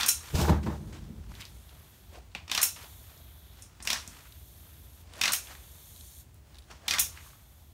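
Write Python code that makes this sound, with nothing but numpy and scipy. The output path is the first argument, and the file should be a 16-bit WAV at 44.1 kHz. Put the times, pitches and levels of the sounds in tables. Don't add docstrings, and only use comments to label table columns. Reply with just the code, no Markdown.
import sys
import numpy as np
from scipy import signal
from scipy.fft import rfft, irfft, next_fast_len
from scipy.io import wavfile
from scipy.ndimage import uniform_filter1d, map_coordinates

SR = 44100
rng = np.random.default_rng(int(sys.argv[2]) if len(sys.argv) > 2 else 0)


def to_linear_factor(level_db):
    exponent = np.asarray(level_db, float) / 20
    return 10 ** exponent


def transcribe(u):
    v = np.clip(np.atleast_2d(u).T, -1, 1)
    q = np.round(v * 32767).astype(np.int16)
    wavfile.write(sys.argv[1], SR, q)


N = 340887
STEP = 32
HARD_DB = -15

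# [f/Hz, time to fall 60 dB/s]
GARAGE_FADE = [(300, 0.38), (2000, 0.23), (6000, 0.27), (14000, 0.19)]
# [t/s, level/dB]
TRAFFIC_LEVEL = [(1.5, -50), (4.54, -51.5), (4.57, -50), (6.91, -52.5), (7.03, -48), (7.42, -54.5),
                 (7.73, -50.5)]
# [f/Hz, level/dB]
TRAFFIC_COLOUR = [(12, -57), (20, -50.5), (54, 4.5), (80, 5.5), (101, -1.5), (206, -15.5), (400, -20.5),
                  (520, -33), (880, -120)]
# [f/Hz, level/dB]
ROOM_AIR_COLOUR = [(200, -23.5), (650, -3.5), (930, -8), (1800, -13.5), (4000, -15.5), (8000, -16.5),
                   (12000, -21), (15800, -14.5)]
# [t/s, peak
# level/dB, 20 dB rise/s, 20 dB fall/s, dull part level/dB]
STROKES = [(0, -32.5, 0.045, 0.08, -19), (0.299, -49.5, 0.3, 0.21, -8.5), (0.631, -50, .003, 0.048, -15),
           (.662, -54, .003, 0.11, 5), (0.926, -51.5, 0.003, 0.14, -8), (1.416, -53.5, 0.17, 0.068, -10),
           (1.8, -65, 1, 0.63, -5.5), (2.167, -54.5, 0.064, 0.057, 5), (2.353, -56, 0.0026, 0.017, 15.5),
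           (2.7, -65, 0.64, 0.04, -8), (2.766, -54.5, 0.017, 0.25, -4), (2.84, -56.5, .1, 0.037, -15),
           (3.1, -64, 0.11, 0.32, -2), (3.594, -64, 0.13, 0.072, -5.5), (3.863, -51, 0.025, 0.036, -10),
           (3.965, -42, 0.044, 0.077, -24), (4.192, -57.5, 0.81, 0.27, -9), (4.66, -66, 0.24, 0.77, -7),
           (5.2, -48, 0.13, 0.14, -2.5), (5.52, -49, 0.13, 0.07, -9), (5.62, -66.5, 0.14, 1.3, -4.5),
           (6.55, -64.5, 0.083, 0.14, -5.5), (6.708, -54, 0.027, 0.12, -6), (6.87, -57, 0.1, 0.44, -0.5),
           (7.17, -56.5, 0.092, 0.27, -31)]
# [f/Hz, level/dB]
SKIN_COLOUR = [(530, -28.5), (900, 0), (3300, -4), (3780, -7), (4340, -6), (4970, -7.5), (8000, -11.5),
               (10400, -18.5), (17600, -120)]
# [f/Hz, level/dB]
PALM_COLOUR = [(120, -8), (250, -7), (700, -2.5), (1200, -17)]
# [t/s, peak level/dB, top level/dB, barrel level/dB]
SNAPS = [(0, -38.5, -8, -21), (0.0616, -22.5, -14, -10), (0.083, -21.5, -9, -6.5),
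         (0.0868, -14, -18, -21.5), (2.615, -20.5, -19, -15), (2.6279, -20.5, -10, -6.5),
         (2.630, -17.5, -7.5, -8.5), (3.622, -37, -35, -36), (3.8252, -34.5, -29, -23),
         (4.076, -41, -30, -28), (5.320, -22, -21, -19), (5.3314, -24.5, -13, -3), (5.334, -22, -7.5, -2.5),
         (6.993, -17.5, -16, -11), (6.998, -21.5, -4.5, -23)]
# [f/Hz, level/dB]
JET_COLOUR = [(4000, -30), (5400, 5.5), (7000, 0.5), (9500, 6), (11500, -12.5)]
# [f/Hz, level/dB]
JET_TOP_COLOUR = [(8500, -29.5), (11000, 2), (13500, 0.5), (16500, -1)]
# [f/Hz, width/Hz, level/dB]
VALVE_MODES = [(1400, 37, -9.5), (2650, 62, -8), (4050, 36, -4), (5572, 54, 5), (6420, 36, 4.5),
               (7070, 81, 4.5), (8700, 45, 1.5), (10000, 68, 4.5), (11140, 54, -3), (11700, 54, -1),
               (13000, 80, -3.5)]
# [t/s, peak level/dB, edge level/dB, barrel pitch f/Hz]
JERKS = [(.0075, -16.5, -13, 3800), (0.03, -15, -18, 4630), (2.349, -34, -30, 2430),
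         (2.478, -36, -36, 2650), (2.4955, -28.5, -34, 2620), (2.514, -16, -14.5, 3350),
         (2.548, -17, -11.5, 2960), (2.5754, -13.5, -19, 4200), (3.801, -38.5, -30, 1800),
         (3.851, -34.5, -3, 6300), (3.872, -16, -15, 2530), (3.9013, -14, -13.5, 3880),
         (3.9288, -18.5, -11, 5830), (5.212, -13, -15, 2520), (5.235, -12.5, -19, 2530),
         (5.2543, -14.5, -15, 1970), (5.277, -14, -16, 4050), (6.702, -44, -16, 1400),
         (6.711, -39, -17, 1400), (6.880, -15, -13, 3670), (6.9078, -14, -17, 4600),
         (6.936, -16, -13.5, 2040), (6.983, -16.5, -17, 3550)]
# [f/Hz, level/dB]
BARREL_COLOUR = [(400, -11), (750, -4), (1250, 0), (1700, 2.5), (2510, 7.5), (4560, 2), (4950, 4),
                 (5580, -19), (6350, -0.5), (9000, -12), (11700, -48.5), (19800, -120)]
# [f/Hz, width/Hz, level/dB]
BARREL_MODES = [(700, 140, -11.5), (1300, 110, -6), (1880, 74, -10), (2250, 50, 4.5), (2480, 44, 3),
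                (2610, 76, 4), (3550, 200, -1.5), (4390, 120, 9.5), (5570, 490, 3.5)]
# [f/Hz, level/dB]
EDGE_COLOUR = [(5000, -11), (8000, -2.5), (12500, -6.5), (16500, -10.5)]
# [f/Hz, level/dB]
THUD_COLOUR = [(100, -14.5), (220, 3.5), (480, -12), (1100, 0), (2000, -26)]
# [t/s, peak level/dB, pitch f/Hz]
KNOCKS = [
    (.0075, -41, 700),
    (2.351, -38.5, 950),
    (2.352, -48, 200),
    (2.407, -53.5, 700),
    (2.52, -34.5, 890),
    (2.578, -32.5, 820),
    (2.591, -41, 700),
    (4.076, -44, 189),
]
# [f/Hz, level/dB]
KNUCKLE_COLOUR = [(80, 1.5), (190, 1.5), (400, -5.5), (900, -29.5)]
# [t/s, level/dB, hold/s, upper mode f/Hz]
DRONES = [
    (0.034, -39, 0.039, 1490),
    (2.582, -39, 0.03, 1820),
    (3.918, -42, 0.046, 1800),
    (5.271, -37.5, 0.042, 1510),
    (6.944, -37, 0.038, 1810),
]
# [t/s, peak level/dB, pitch f/Hz]
TICKS = [(0.088, -17, 3000), (.496, -29, 3400), (1.339, -42.5, 1920), (1.351, -36.5, 3620),
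         (1.3961, -41, 1980), (1.4057, -35, 2240), (1.418, -31, 3400), (1.423, -33, 2350),
         (1.452, -31, 4500), (1.6924, -42, 3500), (2.147, -45, 2480), (2.162, -57, 3000),
         (2.317, -52, 4000), (2.342, -52, 4500), (2.3493, -22, 2530), (2.3494, -29, 2450),
         (2.7618, -34.5, 2930), (2.789, -43, 1850), (2.828, -40, 4300), (2.842, -39, 3080),
         (2.856, -47, 930), (3.175, -45, 5600), (4.0758, -26.5, 6700), (4.137, -45, 1880),
         (4.255, -42.5, 1470), (4.256, -46, 2600), (5.134, -40, 8500), (5.136, -36, 3500),
         (5.1405, -45, 8000), (5.156, -40, 8500), (5.167, -41, 9800), (5.180, -38, 12500),
         (5.190, -40, 8500), (5.471, -36, 2920), (5.485, -42, 1800), (5.499, -43.5, 730),
         (5.519, -42, 1330), (5.531, -58, 1960), (5.55, -40, 2000), (6.343, -43.5, 10440),
         (6.554, -52, 12000), (6.585, -44, 10000), (6.588, -46, 10000), (7.1732, -35, 2030),
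         (7.208, -44, 1980), (7.261, -46, 1230), (7.331, -47, 1250)]
# [start t/s, end t/s, start flow level/dB, end flow level/dB, fizz over hiss level/dB]
PULLS = [
    (.16, 0.47, -55, -51, -7.5),
    (0.642, 1.2, -66, -81, -2),
    (1.338, 2.182, -63, -73, 2),
    (2.828, 3.65, -58, -74.5, 3),
    (4.107, 5.018, -60.5, -66, 2),
    (5.514, 6.21, -57, -57.5, -0.5),
    (7.208, 7.792, -67, -79, 4.5),
]
# [t/s, hiss level/dB]
BLOW_OFFS = [
    (.15, -53),
    (2.75, -52.5),
    (3.62, -69),
    (4.0, -56),
    (5.45, -52.5),
    (7.1, -55),
    (7.27, -59),
]
# [f/Hz, level/dB]
HISS_COLOUR = [(2650, -29), (4500, -1), (4960, -19), (5230, -3.5), (5620, -5.5), (6370, 1), (6560, 1),
               (8250, -4.5), (8990, 2.5), (10600, -7.5), (13800, -24), (22000, -120)]
# [f/Hz, level/dB]
FIZZ_COLOUR = [(9000, -12.5), (10600, -13), (11200, -7.5), (12300, -4), (13300, -3.5), (14000, -6.5),
               (15000, -11.5), (15800, -11)]
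# [f/Hz, level/dB]
WHISTLE_COLOUR = [(1500, -16), (2800, -15.5), (3400, -4), (3900, -7), (4700, -21), (6000, -65)]
# [t/s, level/dB]
DRAUGHT_LEVEL = [
    (0.346, -20),
    (.44, -37.5),
    (.475, -42),
    (.515, -26),
    (.56, -29),
    (.62, -35),
    (.9, -42.5),
    (1.35, -42),
    (1.51, -59),
]
# [t/s, peak level/dB, flutter level/dB, rush level/dB under the peak, 20 dB fall/s]
EDDIES = [(.346, -26.5, -27, -35, -0.0342), (0.356, -29.5, -2.5, -3, 0.11), (0.385, -43, 7, -1, 0.1),
          (0.416, -35, 7, -1.5, 0.117), (0.483, -28, -4, -34, 0.0648), (0.499, -27.5, -2, -22.5, 0.0727),
          (.512, -38, -3.5, -41, 0.16), (.533, -31.5, -22, -47, 0.0355), (.64, -48.5, -25, -10, 0.38),
          (0.667, -39, -3.5, -34, 0.07), (0.674, -38.5, -3.5, -26, 0.1737),
          (0.871, -49.5, -10.5, -18, 0.43), (.928, -57, -13, -22, 0.74), (1.191, -50.5, -14, -31, 0),
          (1.32, -65, 12, 8, 0), (1.413, -59.5, -15, 19, -0.42)]
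# [f/Hz, level/dB]
WIND_BOOM_COLOUR = [(15, -46.5), (25, -38), (39, -14.5), (53, 7.5), (64, -12), (76, -5), (100, -2.5),
                    (135, -7.5), (170, -38), (290, -120)]
# [f/Hz, level/dB]
BUFFET_COLOUR = [(59, -12), (100, -1.5), (130, 5.5), (165, 6.5), (210, 6.5), (259, -4.5), (334, -0.5),
                 (399, -10.5), (462, -10.5), (700, -22.5), (910, -77), (1540, -120)]
# [f/Hz, level/dB]
FLUTTER_COLOUR = [(290, 2), (500, -4.5), (701, 0), (891, 3), (1900, -8), (3000, -20.5), (3900, -17.5),
                  (6600, -120)]
# [f/Hz, level/dB]
RUSH_COLOUR = [(1470, -13.5), (2500, 3), (6350, 2), (10600, -8), (15000, -4), (16100, -25), (16500, -59)]
# [f/Hz, width/Hz, level/dB]
HOLLOW_MODES = [(354, 43, -1), (458, 18, -2), (594, 23, -2), (798, 47, -5), (890, 30, -5), (1055, 48, -9)]
# [t/s, level/dB, hold/s, 20 dB fall/s, overtone level/dB]
SURGES = [
    (0.354, -40.5, 0.0067, 1, -9),
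    (0.371, -24, 0.01, -0.06, -14),
    (0.424, -22.5, 0.017, 0.15, -28),
    (0.505, -21.5, 0.012, 0.18, -11.5),
    (0.686, -38, 0.018, 0.4, -21),
]
# [t/s, peak level/dB]
CLICKS = [(4.322, -40), (5.9607, -42), (5.976, -49), (6.008, -39), (6.544, -45.5), (6.554, -44),
          (6.568, -48), (6.584, -39.5), (6.588, -43), (6.621, -49), (6.639, -52)]
# [f/Hz, level/dB]
MIC_RESPONSE = [(15720, 0), (15880, -28.5), (17000, -40.5)]


def unit(x):
    return x / np.sqrt(np.mean(x ** 2) + 1e-20)


def along(points, hz):
    f, v = np.transpose(points)
    return np.interp(np.log(hz + 1), np.log(f + 1), v)


def curve(rows):
    s, values = np.transpose(rows)
    return np.interp(np.arange(N) / SR, s, values)


def wobble(rate):
    knots = rng.standard_normal(int(N / SR * 400) + 4)
    return map_coordinates(knots, [np.arange(N) * min(rate, 400) / SR])


def coloured(x, spectrum):
    m = next_fast_len(len(x) + 2048)
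    closed = [(spectrum[0][0] / 2, -90), *spectrum, (spectrum[-1][0] * 2, -90)]
    gain = to_linear_factor(along(closed, np.fft.rfftfreq(m, 1 / SR)))
    return irfft(rfft(x, m) * unit(gain), m)[:len(x)]


def ringing(x, modes):
    m = next_fast_len(len(x) + SR // 20)
    f = np.fft.rfftfreq(m, 1 / SR)
    response = 0
    for k, (hz, width, db) in enumerate(modes):
        mode = 1j * f * width / (hz * hz - f * f + 1j * f * width)
        response = response + (-1) ** k * to_linear_factor(db) * mode
    return irfft(rfft(x, m) * response / np.sqrt(np.mean(abs(response) ** 2)), m)[:len(x)]


def scattered(modes, spread_db):
    return [(hz, width, db + spread_db * rng.standard_normal()) for hz, width, db in modes]


def noise(spectrum, grain_db, rate):
    flicker = to_linear_factor(grain_db * wobble(rate))
    return unit(coloured(rng.standard_normal(N) * flicker, spectrum))


def swell(s, db, rise, fall, hold=0, slope_db=0):
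    t = np.arange(0, N + STEP, STEP) / SR - s
    ramp = np.minimum(t, 0) / max(rise, .003) - np.maximum(t - hold, 0) / max(fall, .003)
    return to_linear_factor(db + 20 * ramp + slope_db * np.clip(t / max(hold, 1e-3), 0, 1))


def fine(gain):
    return np.interp(np.arange(N), np.arange(len(gain)) * STEP, gain)


def spurt(u, steep):
    z = rfft(u ** max(steep, .1) * np.exp(-2 * u) * rng.standard_normal(u.shape))
    even = irfft(z / np.sqrt(uniform_filter1d(abs(z) ** 2, size=250) + 1e-12), u.shape[1])
    even[:, u.shape[1] // 2:] = 0
    return even / np.linalg.norm(even, axis=1, keepdims=True)


def garage(count, length, gap):
    hz, t, z = signal.stft(rng.standard_normal((count, length)), SR, nperseg=128)
    fading = z * to_linear_factor(-60 * t / along(GARAGE_FADE, hz)[:, None])
    tail = signal.istft(fading, SR, nperseg=128)[1][:, :length]
    tail *= 1 - np.exp(-(np.arange(length) / SR / max(gap, .001)) ** 2)
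    return tail / np.linalg.norm(tail, axis=1, keepdims=True)


def bursts(events, voice, wet_db, bright_wet_db=0, steep=2, lag=0, gap=0.0036):
    out = np.zeros(N + SR)
    t = np.arange(SR // 4) / SR
    lags = np.array([[lag], [0], [lag]])
    wet = to_linear_factor(wet_db + np.array([[0], [bright_wet_db], [0]]))
    for s, db, high_db, low_db, length, *pitch in events:
        u = np.maximum(t - lags, 0) / max(length, 2e-4) / [[1], [.5], [1]]
        blow = spurt(u, steep) + wet * garage(count=3, length=len(t), gap=gap)
        heard = np.sqrt(length * SR) * blow
        out[round(s * SR):][:len(t)] += to_linear_factor(db) * voice(heard, high_db, low_db, *pitch)
    return out[:N]


def background():
    boom = to_linear_factor(curve(TRAFFIC_LEVEL) - 1.67) * noise(TRAFFIC_COLOUR, grain_db=1.0, rate=13)
    return boom + to_linear_factor(-66.5) * noise(ROOM_AIR_COLOUR, grain_db=-1.0, rate=30)


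def rubbing_palms():
    hold_db = -83.5
    strokes = np.array([swell(*row[:-1]) for row in STROKES])
    rub = strokes.sum(axis=0) + to_linear_factor(hold_db)
    dull = to_linear_factor([row[-1] for row in STROKES]) @ strokes + to_linear_factor(hold_db + 2.0)
    palm = to_linear_factor(-1.44) * fine(dull) * noise(PALM_COLOUR, grain_db=3.0, rate=77)
    return to_linear_factor(0.5) * fine(rub) * noise(SKIN_COLOUR, grain_db=2.0, rate=150) + palm


def puff(spurts, top_db, barrel_db, ring_db):
    jet = to_linear_factor(-5.0) * coloured(spurts[0], JET_COLOUR)
    ring = to_linear_factor(ring_db) * ringing(spurts[0], scattered(VALVE_MODES, spread_db=2.0))
    top = to_linear_factor(top_db + 4.5) * coloured(spurts[1], JET_TOP_COLOUR)
    return jet + ring + top + to_linear_factor(barrel_db - 4.0) * coloured(spurts[2], BARREL_COLOUR)


def valve_snaps():
    events = []
    for s, db, top_db, barrel_db in SNAPS:
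        over_db = db - HARD_DB
        length_s = max(.001, 0.0042 * to_linear_factor(0.26 * over_db))
        ring_db = -4 + 0.27 * min(over_db, 0)
        events.append((s, db, top_db, barrel_db, length_s, ring_db))
    return bursts(events, puff, wet_db=-0.5, bright_wet_db=1.5, steep=0.81, gap=0.0028)


def slip(spurts, edge_db, thud_db, pitch):
    column = to_linear_factor(-13.0) * ringing(spurts[0], [(pitch, .13 * pitch, 0)])
    body = to_linear_factor(-9.5) * coloured(spurts[0], BARREL_COLOUR)
    tube = to_linear_factor(-10.5) * ringing(spurts[0], scattered(BARREL_MODES, spread_db=3.0))
    edge = to_linear_factor(edge_db - 3.0) * coloured(spurts[1], EDGE_COLOUR)
    return body + tube + column + edge + to_linear_factor(thud_db + 2.0) * coloured(spurts[2], THUD_COLOUR)


def seal_slips():
    events = []
    for s, db, edge_db, hz in JERKS:
        thud_db = -26.5 + 0.66 * (HARD_DB - db)
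        events.append((s, db, edge_db, thud_db, 0.0021, hz))
    return bursts(events, slip, wet_db=-2.0, bright_wet_db=1.5, lag=.0006, gap=0.0053)


def small_part(spurts, edge_db, thud_db, pitch, spread=.4):
    narrow = ringing(spurts[0], [(pitch, spread * pitch, 0)])
    click = to_linear_factor(-12.5) * ringing(narrow, [(pitch, 1.2 * pitch, 0)])
    edge = to_linear_factor(edge_db - 3.5) * coloured(spurts[1], EDGE_COLOUR)
    return click + edge + to_linear_factor(thud_db - 7.5) * coloured(spurts[2], KNUCKLE_COLOUR)


def knuckle_knocks():
    edge_db, thud_db, length_s = -40, -17, 0.0014
    events = [(s, db, edge_db, thud_db, length_s, hz) for s, db, hz in KNOCKS]
    return bursts(events, small_part, wet_db=-5.0)


def drone():
    low_hz, width_hz, rise_s, fall_s = 1100, 340, 0.072, 0.044
    out = np.zeros(N)
    for s, db, hold, hz in DRONES:
        span = slice(max(round((s - .15) * SR), 0), round((s + .25) * SR))
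        hiss = rng.standard_normal(span.stop - span.start)
        air = ringing(hiss, [(low_hz, width_hz, -1.5), (hz, width_hz, 0)])
        out[span] += fine(swell(s, db, rise_s, fall_s, hold))[span] * air
    return out


def fitting_ticks():
    edge_db, thud_db, length_s = -29.5, -23, 0.0013
    events = [(s, db, edge_db, thud_db, length_s, hz) for s, db, hz in TICKS]
    return bursts(events, small_part, wet_db=-4.5)


def leaking_air():
    rise_s, stop_s = 0.12, 0.041
    fizz_swell_db, fizz_swell_share, fizz_sag_s = 7.5, 0.64, 2.9
    flow = fizz = reed = 0
    for start, end, db, end_db, over_db in PULLS:
        span, slope_db = end - start, end_db - db
        flow = flow + swell(start, db, rise_s, stop_s, span, slope_db)
        steady = swell(start, db + over_db - fizz_swell_db, rise_s, stop_s, span, slope_db)
        fizz = fizz + steady * swell(start, 0, 99, fizz_sag_s, fizz_swell_share * span, fizz_swell_db)
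        reed_db = -68 + 0.99 * (db + 61.0)
        reed = reed + swell(start, reed_db, rise_s, stop_s, span, -3.0)
    blow = sum(swell(s, db, 0.12, 0.11) for s, db in BLOW_OFFS) + to_linear_factor(-76)

    turn = np.pi / 4 + 0.39 * wobble(2.3)
    darker = [(hz * 0.94, db) for hz, db in FIZZ_COLOUR]
    drifting = np.cos(turn) * noise(FIZZ_COLOUR, grain_db=-0.5, rate=74)
    drifting += np.sin(turn) * noise(darker, grain_db=1.5, rate=89)

    hissing = to_linear_factor(-3.5 + 1.5 * wobble(5.7)) * fine(flow + blow) * noise(HISS_COLOUR, grain_db=1.0, rate=220)
    fizzing = to_linear_factor(2.5 + 1.1 * wobble(4.4)) * fine(fizz + to_linear_factor(-7.5) * blow) * drifting
    whistling = fine(reed + to_linear_factor(-14.0) * blow) * noise(WHISTLE_COLOUR, grain_db=1.5, rate=290)
    return hissing + fizzing + whistling


def draught():
    strength_db = curve([(.32, -80), *DRAUGHT_LEVEL, (1.7, -99)])
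    eddies = np.array([swell(s, db, 0.016, fall) for s, db, _, _, fall in EDDIES])
    buffet_gain = fine(eddies.sum(axis=0)) + to_linear_factor(strength_db - 15.5)
    buffet = buffet_gain * noise(BUFFET_COLOUR, grain_db=2.5, rate=21.7)
    boom = to_linear_factor(strength_db - 4.0) * noise(WIND_BOOM_COLOUR, grain_db=0.5, rate=9.3)

    hollow = to_linear_factor(-2.0) * unit(ringing(rng.standard_normal(N), HOLLOW_MODES))
    flutter_gain = fine(to_linear_factor([row[2] - 4.5 for row in EDDIES]) @ eddies)
    flutter = flutter_gain * (noise(FLUTTER_COLOUR, grain_db=-2.5, rate=81) + hollow)
    rush_gain = fine(to_linear_factor([row[3] - 1.5 for row in EDDIES]) @ eddies)
    rush = rush_gain * noise(RUSH_COLOUR, grain_db=-0.5, rate=350)
    return buffet + boom + to_linear_factor(2.1 * wobble(44.43)) * (flutter + rush)


def hollow_hum():
    hum_hz, overtone_hz, wander = 75.8, 208.7, 0.023
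    t = np.arange(N) / SR
    out = np.zeros(N)
    chances = rng.uniform(-0.93, 1, (len(SURGES), 3))
    for (s, db, hold, fall, over_db), (a, b, off) in zip(SURGES, chances):
        turn = 2 * np.pi * (1 + wander * off) * (t - s)
        tone = np.sin(hum_hz * turn + np.pi * a)
        overtone = to_linear_factor(over_db) * np.sin(overtone_hz * turn + np.pi * b)
        out += fine(swell(s, db + 1.0, 0.03, fall, hold)) * (tone + overtone)
    return out


def lever_clicks():
    edge_db, thud_db, length_s, pitch_hz, spread = -14, -38, 0.0017, 3820, 0.24
    events = [(s, db, edge_db, thud_db, length_s, pitch_hz, spread) for s, db in CLICKS]
    return bursts(events, small_part, wet_db=-17, gap=.005)


def scene():
    hands = rubbing_palms() + knuckle_knocks() + fitting_ticks() + lever_clicks()
    pump = valve_snaps() + seal_slips() + drone() + leaking_air()
    wind = draught() + hollow_hum()
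    return (background() + hands + pump + wind)[None]


def low_pass(x):
    return signal.sosfilt(signal.butter(12, 16990, fs=SR, output="sos"), x)


def record(dry):
    m = next_fast_len(N)
    response = to_linear_factor(along(MIC_RESPONSE, np.fft.rfftfreq(m, 1 / SR)))
    heard = irfft(rfft(dry, m) * response, m)[:, :N]
    return low_pass(heard)


dry = scene()
out = record(dry)
transcribe(out)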